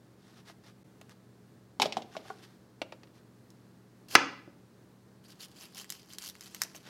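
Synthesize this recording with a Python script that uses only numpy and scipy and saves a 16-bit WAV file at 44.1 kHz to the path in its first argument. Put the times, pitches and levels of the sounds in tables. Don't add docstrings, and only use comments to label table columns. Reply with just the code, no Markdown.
import sys
import numpy as np
from scipy import signal
from scipy.fft import rfft, irfft, next_fast_len
from scipy.io import wavfile
from scipy.ndimage import uniform_filter1d, map_coordinates

SR = 44100
rng = np.random.default_rng(int(sys.argv[2]) if len(sys.argv) > 2 else 0)


def put_to_file(sound):
    columns = np.atleast_2d(sound).T
    safe = np.clip(columns, -1, 1)
    whole_steps = np.round(safe * 32767)
    wavfile.write(sys.argv[1], SR, whole_steps.astype(np.int16))


N = 303849
HIT_TIME = np.arange(SR // 4) / SR

# (time [s], relative knock level [dB], relative slap level [dB], pitch [Hz])
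BOUNCES = [(1.799, -29, -27.5, 837), (1.8194, -29.5, -18, 823), (1.830, -32, -33.5, 775),
           (1.8575, -33.5, -32.5, 564), (1.924, -46.5, -32, 790), (1.9695, -31, -35.5, 745),
           (2.021, -56, -45.5, 557), (2.1668, -40, -40.5, 610)]
# (frequency [Hz], relative density [dB])
THUMP_SPECTRUM = [(80, -28), (190, -11), (290, 1), (430, 0), (650, -1.5), (1000, -14.5), (2000, -38.5)]
RUB_SPECTRUM = [(150, -20), (300, -1), (900, -1), (1700, 0), (2400, -3), (3400, -2), (5500, -4),
                (8000, -13), (12500, -16), (16000, -29.5)]
CRUNCH_SPECTRUM = [(350, -42.5), (600, -11.5), (688, -13), (1450, -8), (2070, -9.5), (3120, -2),
                   (3680, -7.5), (4650, -1), (8500, -10.5), (12000, -10), (14500, -15.5), (16000, -23.5)]


def amp(db):
    return 10 ** (np.asarray(db) / 20)


def unit(x):
    return x / np.sqrt(np.mean(x ** 2) + 1e-20)


def unit_hit(x):
    return x * np.sqrt(.004 * SR / np.sum(x ** 2))


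def along(points, hz):
    frequencies, values = np.transpose(points)
    return np.interp(np.log(hz + 1), np.log(frequencies + 1), values)


def fade(t, t60):
    return np.exp(-np.log(1000) * t / t60)


def add(track, s, x):
    part = track[max(0, round(s * SR)):][:len(x)]
    part += x[:len(part)]


def wobble(rate):
    knots = rng.standard_normal(int(N * rate / SR) + 4)
    return map_coordinates(knots, [np.arange(N) * rate / SR])


def coloured(x, spectrum):
    m = 2 * next_fast_len(len(x) // 2 + 4096)
    gain = amp(along(spectrum, np.fft.rfftfreq(m, 1 / SR)))
    cepstrum = irfft(np.log(gain), m)
    cepstrum[1:m // 2] *= 2
    cepstrum[m // 2 + 1:] = 0
    return irfft(rfft(x, m) * np.exp(rfft(cepstrum)), m)[:len(x)]


def burst(spectrum, t60, scatter_db):
    impulse = unit_hit(1.0 * (HIT_TIME == 0))
    scatter = unit_hit(rng.standard_normal(len(HIT_TIME)) * fade(HIT_TIME, t60))
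    return unit_hit(coloured(impulse + amp(scatter_db) * scatter, spectrum))


def ring(modes, vary_db=1.5):
    displacement = 0
    for hz, db, t60 in modes:
        swing = amp(db + vary_db * rng.standard_normal()) / hz
        displacement += swing * fade(HIT_TIME, t60) * np.sin(2 * np.pi * hz * HIT_TIME)
    onset = 1 - fade(HIT_TIME, .0044)
    return unit_hit(np.diff(displacement * onset, prepend=0))


def cells(n, spectrum, rate, hiss_db, uneven_db, tilt_db):
    occurs = rng.random(N)[:n] < rate / SR
    size = np.minimum(rng.exponential(size=N)[:n], np.pi)
    sign = rng.choice([-1, 1], N)[:n]
    hiss = amp(hiss_db) * rng.standard_normal(N)[:n]
    pops = unit(occurs * sign * amp(uneven_db * size))
    tilted = [(hz, db + tilt_db * np.log2(hz / 1000)) for hz, db in spectrum]
    return unit(coloured(pops + hiss, tilted))


def crackle(strokes, spectrum, rate, hiss_db, uneven_db, tilt_db, swell, crisp=0):
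    usual_db = -55
    out = np.zeros(N)
    for start, end, db in strokes:
        n = max(int((end - start) * SR), 64)
        grains = cells(n, spectrum, rate, hiss_db, uneven_db, tilt_db + crisp * (db - usual_db))
        add(out, start, amp(db) * unit(np.hanning(n) ** swell) * grains)
    return out


def patchy(x, depth_db):
    spectra = signal.stft(x, nperseg=256)[2]
    field = uniform_filter1d(rng.standard_normal(spectra.shape), size=6, axis=0)
    field = uniform_filter1d(field, size=4, axis=1)
    return signal.istft(spectra * amp(depth_db * unit(field)), nperseg=256)[1][:N]


def kitchen(x, near_db, tail_db):
    decay_times = [(100, .5), (280, .6), (700, .46), (1800, .49), (5000, .46), (8000, .35), (15000, .22)]
    # (frequency [Hz], relative gain [dB])
    tail_spectrum = [(100, 4), (300, 6.5), (800, -1), (2000, -3.5), (5000, -6), (12000, -5.5)]
    hz, t, spectra = signal.stft(rng.standard_normal(SR * 3 // 4), SR, nperseg=256)
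    tail = signal.istft(spectra * fade(t, along(decay_times, hz)[:, None]), SR, nperseg=256)[1]
    t = np.arange(len(tail)) / SR
    tail = coloured(tail * (1 - fade(t, .037)), tail_spectrum)
    near = rng.standard_normal(len(t)) * fade(t, .06) * (t > .002)
    response = amp(near_db) * near / np.linalg.norm(near) + amp(tail_db) * tail / np.linalg.norm(tail)
    return x + signal.fftconvolve(x, response)[:N]


def appliance():
    air_spectrum = [(20, -11), (50, -13.5), (90, -8), (130, -5), (300, -8), (430, -11.5), (660, -18.5),
                    (1100, -22), (1700, -24.5), (2300, -30.5), (3200, -32.5), (4200, -31), (6000, -34),
                    (16000, -41.5)]
    hum_lines = [(120, -66, 1), (189, -65.5, 1.7), (233, -72, 9), (327.5, -74, 4.6), (416, -74.5, 4)]
    lowest_line_gain = [(0, 1.5), (5.3, 1.5), (5.5, -28), (6.89, -4)]
    t = np.arange(N) / SR
    lines = [amp(db) * unit(np.sin(2 * np.pi * hz * t + .088 * wander * wobble(4.5)))
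             for hz, db, wander in hum_lines]
    lines[0] *= amp(np.interp(t, *np.transpose(lowest_line_gain)))
    rush = unit(coloured(rng.standard_normal(N), air_spectrum)) * amp(-60.5 + .5 * wobble(9))
    return rush + sum(lines)


def rubbing():
    # (start [s], end [s], level [dB])
    rubs = [(.16, .44, -68.5), (.35, .42, -64), (.448, .53, -58.5), (.62, .73, -64), (1.092, 1.135, -63),
            (2.0, 2.6, -66), (2.11, 2.19, -60.5), (2.235, 2.335, -59.5), (2.42, 2.46, -57),
            (3.13, 3.21, -69), (6.83, 6.92, -58)]
    breaking_buds = [(1.812, 1.834, -37)]
    skids = [(s, s + .06, slap_db - 27) for s, _, slap_db, _ in BOUNCES]
    fingers = crackle(rubs, RUB_SPECTRUM, rate=1200, hiss_db=-1, uneven_db=4, tilt_db=-.5, swell=.49)
    skid = crackle(skids, RUB_SPECTRUM, rate=900, hiss_db=-3, uneven_db=4, tilt_db=-2.5, swell=.3)
    crumble = crackle(breaking_buds, RUB_SPECTRUM, rate=2500, hiss_db=-3, uneven_db=3,
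                      tilt_db=2.5, swell=.6)
    return patchy(fingers + skid + crumble, depth_db=1.5)


def taps():
    knocks = [(0.499, -49), (1.0135, -51.5), (2.817, -30.5), (2.923, -41), (3.0335, -52.5), (3.0725, -59),
              (6.648, -49), (6.748, -49), (6.875, -53.5)]
    knock_spectrum = [(80, -52), (200, 2.5), (560, 9), (900, 5.5), (1500, -1.5), (1950, -3.5), (2700, 1),
                      (3500, -6.5), (4700, -5), (7000, -20), (15000, -38.5)]
    board_modes = [(548, 2, 0.072), (610, -1, 0.043), (1350, -9.5, 0.089), (1920, 1.5, 0.027)]
    out = np.zeros(N)
    for s, db in knocks:
        add(out, s, amp(db + 1) * burst(knock_spectrum, t60=.028, scatter_db=10.5))
        add(out, s, amp(db - 7) * ring(board_modes))
        add(out, s, amp(db - 14) * burst(THUMP_SPECTRUM, t60=.12, scatter_db=10))
    return out


def bowl():
    bowl_modes = [(.31, -10.5, .05), (.5, -15, 0.042), (.72, -5, .025), (1, 11, 0.021), (1.2, -14.5, 0.014)]
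    slap_spectrum = [(200, -23.5), (1000, -15), (1500, -13), (2400, 0.5), (3300, 1), (5500, -6),
                     (8000, -18.5), (13000, -35.5), (16000, -37.5)]
    rim_touches = [(2.1517, -41), (2.2526, -49.5), (2.3019, -33)]
    rim_modes = [(416, -4, 0.037), (758, 2.5, 0.04), (1105, 1, 0.034), (1442, -9.5, 0.058)]
    out = np.zeros(N)
    for s, knock_db, slap_db, hz in BOUNCES:
        wood = ring([(hz * ratio, db, t60) for ratio, db, t60 in bowl_modes])
        add(out, s, amp(knock_db + 7) * wood)
        add(out, s, amp(knock_db - 4) * burst(THUMP_SPECTRUM, t60=.18, scatter_db=17.5))
        add(out, s, amp(slap_db - .5) * burst(slap_spectrum, t60=.052, scatter_db=1.5))
    for s, db in rim_touches:
        add(out, s, amp(db) * ring(rim_modes, vary_db=3))
    return out


def cutting():
    # (start [s], end [s], level [dB])
    pushes = [(5.235, 5.275, -66), (5.278, 5.335, -59.5), (5.393, 5.465, -51), (5.555, 5.675, -56.5),
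              (5.745, 5.84, -50.5), (5.888, 6.01, -59.5), (6.08, 6.165, -59.5), (6.19, 6.315, -53),
              (6.408, 6.49, -57), (6.5, 6.68, -59), (6.742, 6.785, -54.5)]
    pressure = [(5.33, 6.92, -66)]
    pushing = crackle(pushes, CRUNCH_SPECTRUM, rate=750, hiss_db=-3.5, uneven_db=4.3,
                      tilt_db=-.4, swell=.35, crisp=.08)
    leaning = crackle(pressure, CRUNCH_SPECTRUM, rate=400, hiss_db=-3, uneven_db=5,
                      tilt_db=-1.2, swell=.15)
    return patchy(pushing + leaning, depth_db=3) * amp(wobble(70))


def tear():
    start_s, end_s, gap_s = 6.222, 6.304, .0095
    times = np.arange(start_s, end_s, gap_s)
    late, louder = rng.standard_normal((64, 2))[:len(times)].T
    levels = np.linspace(-47, -39, len(times)) + 1.5 * louder
    return [(s, click_db, -59) for s, click_db in zip(times + .08 * gap_s * late, levels)]


def snaps():
    # (time [s], relative click level [dB], relative crack level [dB])
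    breaks = [(1.0135, -54, -60), (1.095, -58, -56), (3.504, -56.5, -78), (5.7475, -47.5, -68),
              (5.781, -42.5, -50), (5.8445, -52, -51), (5.8945, -49, -62), (5.9025, -32.5, -47),
              (5.9232, -37.5, -48), (6.1348, -45, -55), (6.1848, -36, -48), (6.3533, -54, -52),
              (6.409, -43, -53), (6.5473, -38, -47), (6.6183, -23, -29), (6.6355, -33, -47.5)]
    click_spectrum = [(300, -18), (1200, -26.5), (2200, -14), (3000, -1.5), (4400, 0), (5600, 3),
                      (8500, -5), (13000, -4.5), (16000, -17.5)]
    crack_spectrum = [(100, -55), (900, -9), (1350, -4.5), (2000, 0.5), (2700, -4.5), (8000, -35.5)]
    out = np.zeros(N)
    for s, click_db, crack_db in breaks + tear():
        add(out, s, amp(click_db - 1.5) * burst(click_spectrum, t60=.0104, scatter_db=3))
        add(out, s, amp(crack_db - 1) * burst(crack_spectrum, t60=.012, scatter_db=-12))
    return out


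def split(chop_s):
    length_s, growth_db = .068, 19
    out, n = np.zeros(N), int(length_s * SR)
    to_go = np.linspace(1, 0, n)
    crunch = cells(n, CRUNCH_SPECTRUM, rate=2000, hiss_db=-3, uneven_db=3, tilt_db=-.3)
    crunch *= amp(-growth_db * to_go + 2 * wobble(90)[:n])
    groan = cells(n, RUB_SPECTRUM, rate=1200, hiss_db=-1, uneven_db=2.5, tilt_db=-5)
    groan *= amp(-12 - 20 * to_go)
    add(out, chop_s - length_s, amp(-35.5) * (crunch + groan))
    return out


def chop(chop_s):
    blow_spectrum = [(40, -53), (100, -31), (250, -13), (450, -10.5), (700, -7), (1250, 2), (2000, 1),
                     (2450, -2.5), (2900, -3.5), (3900, -11.5), (5100, -9), (6200, -9.5), (7300, -23.5),
                     (10000, -35), (16000, -42)]
    # (frequency [Hz], base bandwidth [Hz], relative level [dB])
    peaks = [(323, 70, -4.5), (850, 77, 6.5), (1123, 23, -3.5), (1240, 15, -4.5), (1790, 27, 1),
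             (2090, 37, -8.5), (2260, 20, -6), (3000, 35, -5.5), (4330, 97, -11.5), (4810, 27, -7.5),
             (5410, 23, -14.5), (5650, 55, -18.5)]
    thuds = [(4.156, -27), (4.477, -48)]
    # (frequency [Hz], relative level [dB], t60 [s])
    rocking_modes = [(135, -8, .076), (283, -.5, .08), (338.6, -4.5, .08), (552, -7, .1)]
    extra_width_hz = 45
    short_rings = [(hz, db, np.log(1000) / (np.pi * (width + extra_width_hz))) for hz, width, db in peaks]
    out = np.zeros(N)
    add(out, chop_s, amp(-2) * burst(blow_spectrum, t60=.03, scatter_db=-3.5))
    add(out, chop_s, amp(-17.5) * ring(short_rings))
    for s, db in thuds:
        add(out, s, amp(db + 3.5) * ring(rocking_modes))
    return out


def scene():
    chop_s, dip_s, dip_width_s = 4.153, .838, .005
    mono = (kitchen(bowl(), near_db=-10, tail_db=-18.5)
            + kitchen(taps() + rubbing(), near_db=-10.5, tail_db=-19.5)
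            + kitchen(chop(chop_s), near_db=-17, tail_db=-17)
            + kitchen(split(chop_s) + cutting() + snaps(), near_db=-8.5, tail_db=-18)
            + appliance())
    dip = 1 - np.exp(-((np.arange(N) / SR - dip_s) / dip_width_s) ** 2)
    return np.array([mono, mono]) * dip


def record(dry):
    bass_hz, top_hz, edge_hz = 75, 16100, 600
    m = next_fast_len(N + 8192)
    clipped = np.clip(dry, -1, 1)
    thinned = signal.sosfilt(signal.butter(2, bass_hz, "highpass", fs=SR, output="sos"), clipped)
    band = np.clip((top_hz - np.fft.rfftfreq(m, 1 / SR)) / edge_hz + .5, 0, 1)
    return irfft(rfft(thinned, m) * band, m)[:, :N]


dry = scene()
out = record(dry)
put_to_file(out)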